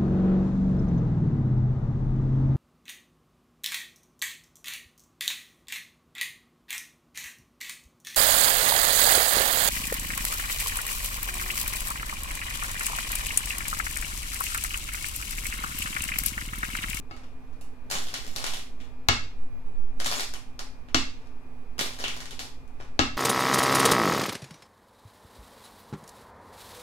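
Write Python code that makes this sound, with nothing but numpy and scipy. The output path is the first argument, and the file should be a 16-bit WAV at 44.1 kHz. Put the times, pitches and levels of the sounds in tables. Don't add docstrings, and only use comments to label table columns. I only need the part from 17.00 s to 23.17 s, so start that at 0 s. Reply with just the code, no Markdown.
import sys
import numpy as np
from scipy import signal
from scipy.fft import rfft, irfft
from scipy.io import wavfile
from scipy.ndimage import uniform_filter1d

SR = 44100
rng = np.random.default_rng(int(sys.argv[2]) if len(sys.argv) > 2 else 0)


def to_wav(s):
    ch = np.atleast_2d(s).T
    pcm = np.round(np.clip(ch, -1, 1) * 32767)
    wavfile.write(sys.argv[1], SR, pcm.astype(np.int16))


N = 272097

# t/s, crack level/dB; spit, ring, knock and thud, each level/dB re the crack;
# hardness/(dB per octave), favoured ring f/Hz, its lift/dB, lift of middle knock modes/dB, left-right/dB
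BOARD_BLOWS = [(0.1101, -36.5, -29, -7, -9, -4.5, -2, 1280, 1.6, 4, 6.5),
               (0.6121, -52.5, -3, -0.9, -14, -19.5, 14, 695, 17, 0.1, 3),
               (2.0862, -8.5, -5, -9, -11.5, -12, 3.4, 1290, 5.3, -7.5, 8.9),
               (3.9454, -10, -39, -10.5, -12, -16, 4.6, 1185, 7.8, 5.3, 7.5),
               (5.9917, -9.5, -34, -10.5, -8, -12.5, 1.8, 2600, 2.8, 2.5, 4.3)]
# f/Hz, level/dB
STONE_SPECTRUM = [(60, -35), (130, -1.5), (250, -6), (400, 0), (700, 4), (1250, 4.5), (2200, 1.5),
                  (3200, -1.5), (5500, -2), (9000, -8.5), (15000, -20), (16500, -30)]


def gain_of(db):
    return 10 ** (np.asarray(db) / 20)


def unit_rms(x):
    return x / np.sqrt(np.mean(x ** 2) + 1e-20)


def curve_at(points, hz):
    f, value = np.transpose(points)
    return np.interp(np.log(hz + 1), np.log(f + 1), value)


def add(mix, s, sound, pan_db, lead_s=.0003, send_db=0.):
    rows = np.broadcast_to(sound, (3, sound.shape[-1]))
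    for row, x, at, db in zip(mix, rows, (s, s + lead_s, s), (pan_db / 2, -pan_db / 2, send_db)):
        part = row[round(at * SR):][:len(x)]
        part += gain_of(db) * x[:len(part)]


def diffuse_noise(size):
    # f/Hz, coherence
    coherence = [(10, 0.89), (30, 0.16), (60, 1), (125, 0.84), (290, 0.89), (640, 0.49), (1400, 0.0097),
                 (16000, .02)]
    a, b = rfft(rng.standard_normal((2, size)))
    same = np.clip(curve_at(coherence, np.fft.rfftfreq(size, 1 / SR)), -1, 1)
    return irfft(np.array([a, same * a + np.sqrt(1 - same ** 2) * b]), size)


def noise_bed(spectrum):
    gain = gain_of(curve_at(spectrum, np.fft.rfftfreq(N, 1 / SR)))
    return unit_rms(irfft(rfft(diffuse_noise(N)) * gain, N))


def air():
    # f/Hz, level/dB
    spectrum = [(18, -40), (30, -18), (45, -12.5), (76, -20.5), (190, -30), (260, -24.5), (330, -34),
                (440, -27.5), (560, -35.5), (850, -32), (1400, -40), (2500, -43.5), (3000, -50.5),
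                (4200, -53), (7000, -59.5), (15000, -62.5), (16500, -82.5)]
    swell = unit_rms(uniform_filter1d(rng.standard_normal(N), 6000))
    return gain_of(-51 + 0.2 * swell) * noise_bed(spectrum)


def hum():
    # f/Hz, wander/Hz, level/dB, phase at the right microphone/turns
    tones = [(124, 3, -63, .03), (257, 5, -58, .04), (1183, 3, -74.5, .08), (2428, 4, -72, .1),
             (2608, 5, -81, .1)]
    out = np.zeros((2, N))
    for hz, wander_hz, db, phase in tones:
        drift, throb = (unit_rms(uniform_filter1d(v, 1500)) for v in rng.standard_normal((2, N)))
        turns = np.cumsum(hz + wander_hz * drift) / SR + np.array([[0], [phase]])
        out += gain_of(db + 1.5 * throb) * np.sqrt(2) * np.sin(2 * np.pi * turns)
    return out


def rumble(flutter_db=-53.5, calm_db=-34., follow=.3, shake_db=-15, shake_t60=.5):
    # t/s, level/dB
    waver_levels = [(0.0, -38), (1.15, -31.5), (2.05, -33.5), (2.3, -29), (2.7, -18), (3.05, -26.5),
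                    (3.3, -32.5), (4.1, -33), (5.1, -35), (6.17, -35)]
    # f/Hz, level/dB
    waver_spectrum = [(1, 5.5), (3, 11.5), (6, 5), (12, -7.5), (20, -8.5), (30, -40), (120, -110)]
    # f/Hz, level/dB
    flutter_spectrum = [(10, -50), (20, -6), (28, -2), (45, -10), (70, -11), (140, -46), (400, -100)]
    t = np.arange(N) / SR
    waver_db = np.interp(t, *np.transpose(waver_levels))
    flutter_gain = gain_of(flutter_db + follow * (waver_db - calm_db))
    for s, db, _, _, _, thud_db, *_ in BOARD_BLOWS:
        since = np.maximum(t - s, 0)
        rise = np.minimum(since / 0.011, 1)
        flutter_gain += rise * gain_of(db + thud_db + shake_db - 60 * since / shake_t60)
    waver = gain_of(waver_db) * noise_bed(waver_spectrum)
    flutter = flutter_gain * noise_bed(flutter_spectrum)
    return gain_of([[-1.5], [1.5]]) * (waver + flutter)


def room(send, gap_s=0.0005):
    # f/Hz, t60/s
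    decay_times = [(60, 0.4), (200, 0.35), (700, 0.31), (2500, 0.38), (6000, 0.36), (10000, 0.33),
                   (16000, 0.29)]
    # f/Hz, level/dB
    walls = [(60, 2), (200, -6), (500, -4), (3000, 2.5), (8000, 1.5), (11000, 2.5), (16000, -3.5)]
    hz, t, bands = signal.stft(diffuse_noise(SR), SR, nperseg=256)
    decay = gain_of(curve_at(walls, hz)[:, None] - 60 * t / curve_at(decay_times, hz)[:, None])
    tail = signal.istft(bands * decay, SR, nperseg=256)[1]
    tail *= np.clip(np.arange(tail.shape[1]) / SR / gap_s - 1, 0, 1)
    return signal.fftconvolve(send[None], tail / np.linalg.norm(tail[0]), axes=1)[:, :N]


def tick(spectrum, hardness_db, t60, lifts=(), size=2048):
    hz = abs(np.fft.fftfreq(size, 1 / SR))
    octaves = np.log2((hz + 100) / 3000)
    lift = sum(db * np.exp(-(np.log2((hz + 1) / at_hz) / width) ** 2) for at_hz, width, db in lifts)
    log_gain = np.log(gain_of(curve_at(spectrum, hz) + hardness_db * octaves + lift))
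    pulse = np.fft.ifft(np.exp(np.conj(signal.hilbert(log_gain)))).real
    scatter = rng.standard_normal(size) * gain_of(-60 * np.arange(size) / SR / t60)
    near = signal.fftconvolve(pulse, scatter)[:size]
    return np.array([x / np.linalg.norm(x) for x in (near, near, pulse)]) * np.sqrt(t60 * SR / np.log(1e6))


def rattle(per_s=400., spread_db=4.5, clink_db=7., dig_s=0.00873, settle_db_per_s=249.5):
    # t/s, hold/s, level/dB, share of hard contacts
    stirs = [(0.101, .01, -52.5, 0.09), (0.22, 0.013, -53.5, 0), (0.898, 0.07, -34, 0.73),
             (1.063, 0.1, -50, 0.27), (1.134, 0.17, -48.5, 0.65), (1.354, 0.065, -45, 0.4),
             (1.453, .13, -48, .6), (1.787, 0.048, -59.5, .1), (2.993, 0.01, -36, 0.06),
             (3.052, .15, -38, 0.78), (3.332, 0.0083, -48, 0.1), (4.17, .10, -65, 0),
             (4.777, 0.046, -35.5, 0.36), (4.897, .09, -49.5, 0.5), (4.981, 0.045, -45.5, 0.3),
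             (5.064, 0.13, -49.5, 0.45), (5.205, 0.11, -69, 0.6), (5.308, .02, -49, 0.1),
             (5.397, 0.016, -45, 0.45), (5.792, 0.024, -51, 0)]
    pitches = np.geomspace(2400, 7000, 14)
    strength = gain_of(spread_db * np.minimum(rng.exponential(1, N), 4))
    hits = strength * (rng.random(N) < per_s / SR)
    stone = rng.integers(0, len(pitches), N)

    def collisions(hardness_db):
        stream = np.zeros(N)
        for k, hz in enumerate(pitches):
            clink = tick(STONE_SPECTRUM, hardness_db, t60=0.0059, lifts=[(hz, .12, clink_db)], size=1024)
            stream += signal.oaconvolve(hits * (stone == k), clink[0])[:N]
        return unit_rms(stream)

    soft, hard = collisions(-4.), collisions(4.)
    mix = np.zeros((3, N))
    t = np.arange(SR // 2) / SR
    for s, hold_s, db, share in stirs:
        span = slice(round(s * SR), round(s * SR) + len(t))
        contacts = np.sqrt(1 - share) * soft[span] + np.sqrt(share) * hard[span]
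        effort = np.minimum(t / dig_s, 1) * gain_of(db - settle_db_per_s * np.maximum(t - hold_s, 0))
        add(mix, s, effort[:len(contacts)] * contacts, pan_db=4.)
    return mix


def clicks():
    # t/s, level/dB, band f/Hz, its lift/dB, wood body/dB, hardness/(dB per octave), left-right/dB
    knocks = [(0.165, -42.5, 2860, -3, -6, -3, 4), (0.53, -53.5, 2510, -13, 5, -1.5, 4),
              (0.611, -47, 700, -21, 2, 9, 0), (0.901, -28.5, 3150, -2, 13, 4.5, 0),
              (0.9118, -21.5, 2720, -2, 2.5, 2, 2), (0.9553, -27, 3500, 14, -3, -4.5, -7),
              (1.0842, -35.5, 3440, 2, -12, 1, -3), (1.1405, -24, 4080, 4.5, -7, 0, 7),
              (1.3617, -27, 4200, 11.5, 14, 7, 16.5), (1.4418, -23.5, 4880, 1.5, -1, 0.5, 14.5),
              (1.4648, -24, 3570, 6, 8.5, 3, -1), (1.536, -28, 3260, 8, 3, 3, 7),
              (1.8017, -36.5, 3010, 2, -26.5, -7.5, -4), (3.0008, -27, 3720, 2, 0.5, 1.5, 12),
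              (3.045, -25, 3000, -2, -11, 0, 6), (3.0618, -21, 3800, 6, 6.5, 3.5, 6),
              (3.1247, -24.5, 2780, 6.5, 13, 1.5, 12), (3.1665, -34, 2880, -13, 23, -2.5, 9),
              (3.1957, -23.5, 4600, 9, -0.5, 0, 10.5), (3.3378, -31, 2930, 4, 7.5, 2.5, 12),
              (3.5921, -28.5, 4730, 5.5, 9.5, 1.5, 8), (3.886, -41.5, 2590, 2.5, -9.5, -6, -2.5),
              (4.7917, -19.5, 2850, -0.5, -14, -1, -11.5), (4.8086, -24, 3730, 23, -9, 13, 1),
              (5.006, -32, 4830, 8, -21, -4, 1), (5.0401, -20.5, 3090, 9.5, -8, -3, 7),
              (5.081, -26, 2780, 3, -12, -2, 8.5), (5.2039, -31.5, 2730, -3, -4, -0.5, 4),
              (5.256, -36, 2780, -2, -19, -2.5, 12), (5.308, -34.5, 3490, 5, -6, 1.5, 5),
              (5.3924, -27.5, 4180, 4.5, -1.5, 1.5, 8), (5.678, -60.5, 2650, 5, 3, 7, 17),
              (5.801, -35, 2490, 0.5, 2.5, -6, -6)]
    mix = np.zeros((3, N))
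    for s, db, hz, lift_db, wood_db, hardness_db, pan_db in knocks:
        click = tick(STONE_SPECTRUM, hardness_db, t60=0.01, lifts=[(hz, .4, lift_db), (650, 1.3, wood_db)])
        add(mix, s, gain_of(db) * click, pan_db)
    return mix


def struck_wood(modes, rise_s, spread_db, near_hz=1000., lift_db=0., octaves=.15):
    t = np.arange(SR // 2) / SR
    hz, db, t60 = np.transpose(modes)[:, :, None]
    place_db = spread_db * rng.standard_normal((len(modes), 1))
    place_db += lift_db * np.exp(-(np.log2(hz / near_hz) / octaves) ** 2)
    sines = np.sin(2 * np.pi * hz * t) * gain_of(db + place_db - 60 * t / t60)
    return sines.sum(0) * (1 - np.exp(-t / rise_s))


def clacks():
    # f/Hz, level/dB
    spit_spectrum = [(1000, -19), (4000, -22.5), (9000, 3), (16500, -0.5)]
    # f/Hz, level/dB
    crack_spectrum = [(150, -36), (350, 4.5), (600, 5.5), (900, 8), (1600, 7), (2700, -0.5), (4000, 1),
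                      (5500, -4), (7700, -13), (9300, -26), (15000, -36.5), (16500, -46.5)]
    # f/Hz, level/dB, t60/s
    ring_modes = [(700.4, -5, 0.07), (810, 8, 0.028), (948, -4, 0.039), (1185, -13, 0.09),
                  (1294, -2, 0.087), (1411, -7, 0.083), (1700, -9, .05), (2185, -4, 0.074),
                  (2700, -0.5, .055), (2745, -3.5, 0.052), (2930, -11, 0.086), (3480, -10, 0.025),
                  (3760, -8, .035), (4280, -9, 0.035), (4720, -8, 0.054)]
    # f/Hz, level/dB, t60/s
    knock_modes = [(233.2, -7, 0.2), (270, -4, 0.14), (308, -0.5, 0.076), (405, -9.5, 0.1),
                   (437, -12.5, .09)]
    # f/Hz, level/dB, t60/s
    thud_modes = [(71, -2, 0.11), (94.5, 1, 0.18), (126.5, -2, 0.1)]
    mix = np.zeros((3, N))
    for s, db, spit_db, ring_db, knock_db, thud_db, hardness, hz, lift_db, mid_db, pan_db in BOARD_BLOWS:
        spit = tick(spit_spectrum, 0, t60=0.0022)
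        crack = tick(crack_spectrum, hardness, t60=0.015)
        ring = struck_wood(ring_modes, 0.0019, spread_db=3.5, near_hz=hz, lift_db=lift_db, octaves=.08)
        knock = struck_wood(knock_modes, 0.0033, spread_db=0.3, near_hz=284.7, lift_db=mid_db, octaves=.2)
        thud = struck_wood(thud_modes, 0.003, spread_db=1.5)
        add(mix, s, gain_of(db + spit_db) * spit, pan_db, send_db=-22.)
        add(mix, s, gain_of(db) * crack, pan_db)
        add(mix, s, gain_of(db + ring_db) * ring, pan_db, send_db=-1.)
        add(mix, s, gain_of(db + knock_db) * knock, pan_db=1.5)
        add(mix, s, gain_of(db + thud_db) * thud, pan_db=1.5, lead_s=.0014)
    return mix


def scene():
    board, knocks, stir = clacks(), clicks(), rattle()
    direct = (board + knocks + stir)[:2]
    echoes = room(board[2] + gain_of(6.5) * knocks[2] + gain_of(1.) * stir[2])
    return direct + echoes + air() + hum() + rumble()


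def record(dry, edge_hz=16480):
    lowpass = signal.firwin(511, edge_hz, window=("kaiser", 9), fs=SR)
    return signal.oaconvolve(np.clip(dry, -1, 1), lowpass[None], "same")


dry = scene()
out = record(dry)
to_wav(out)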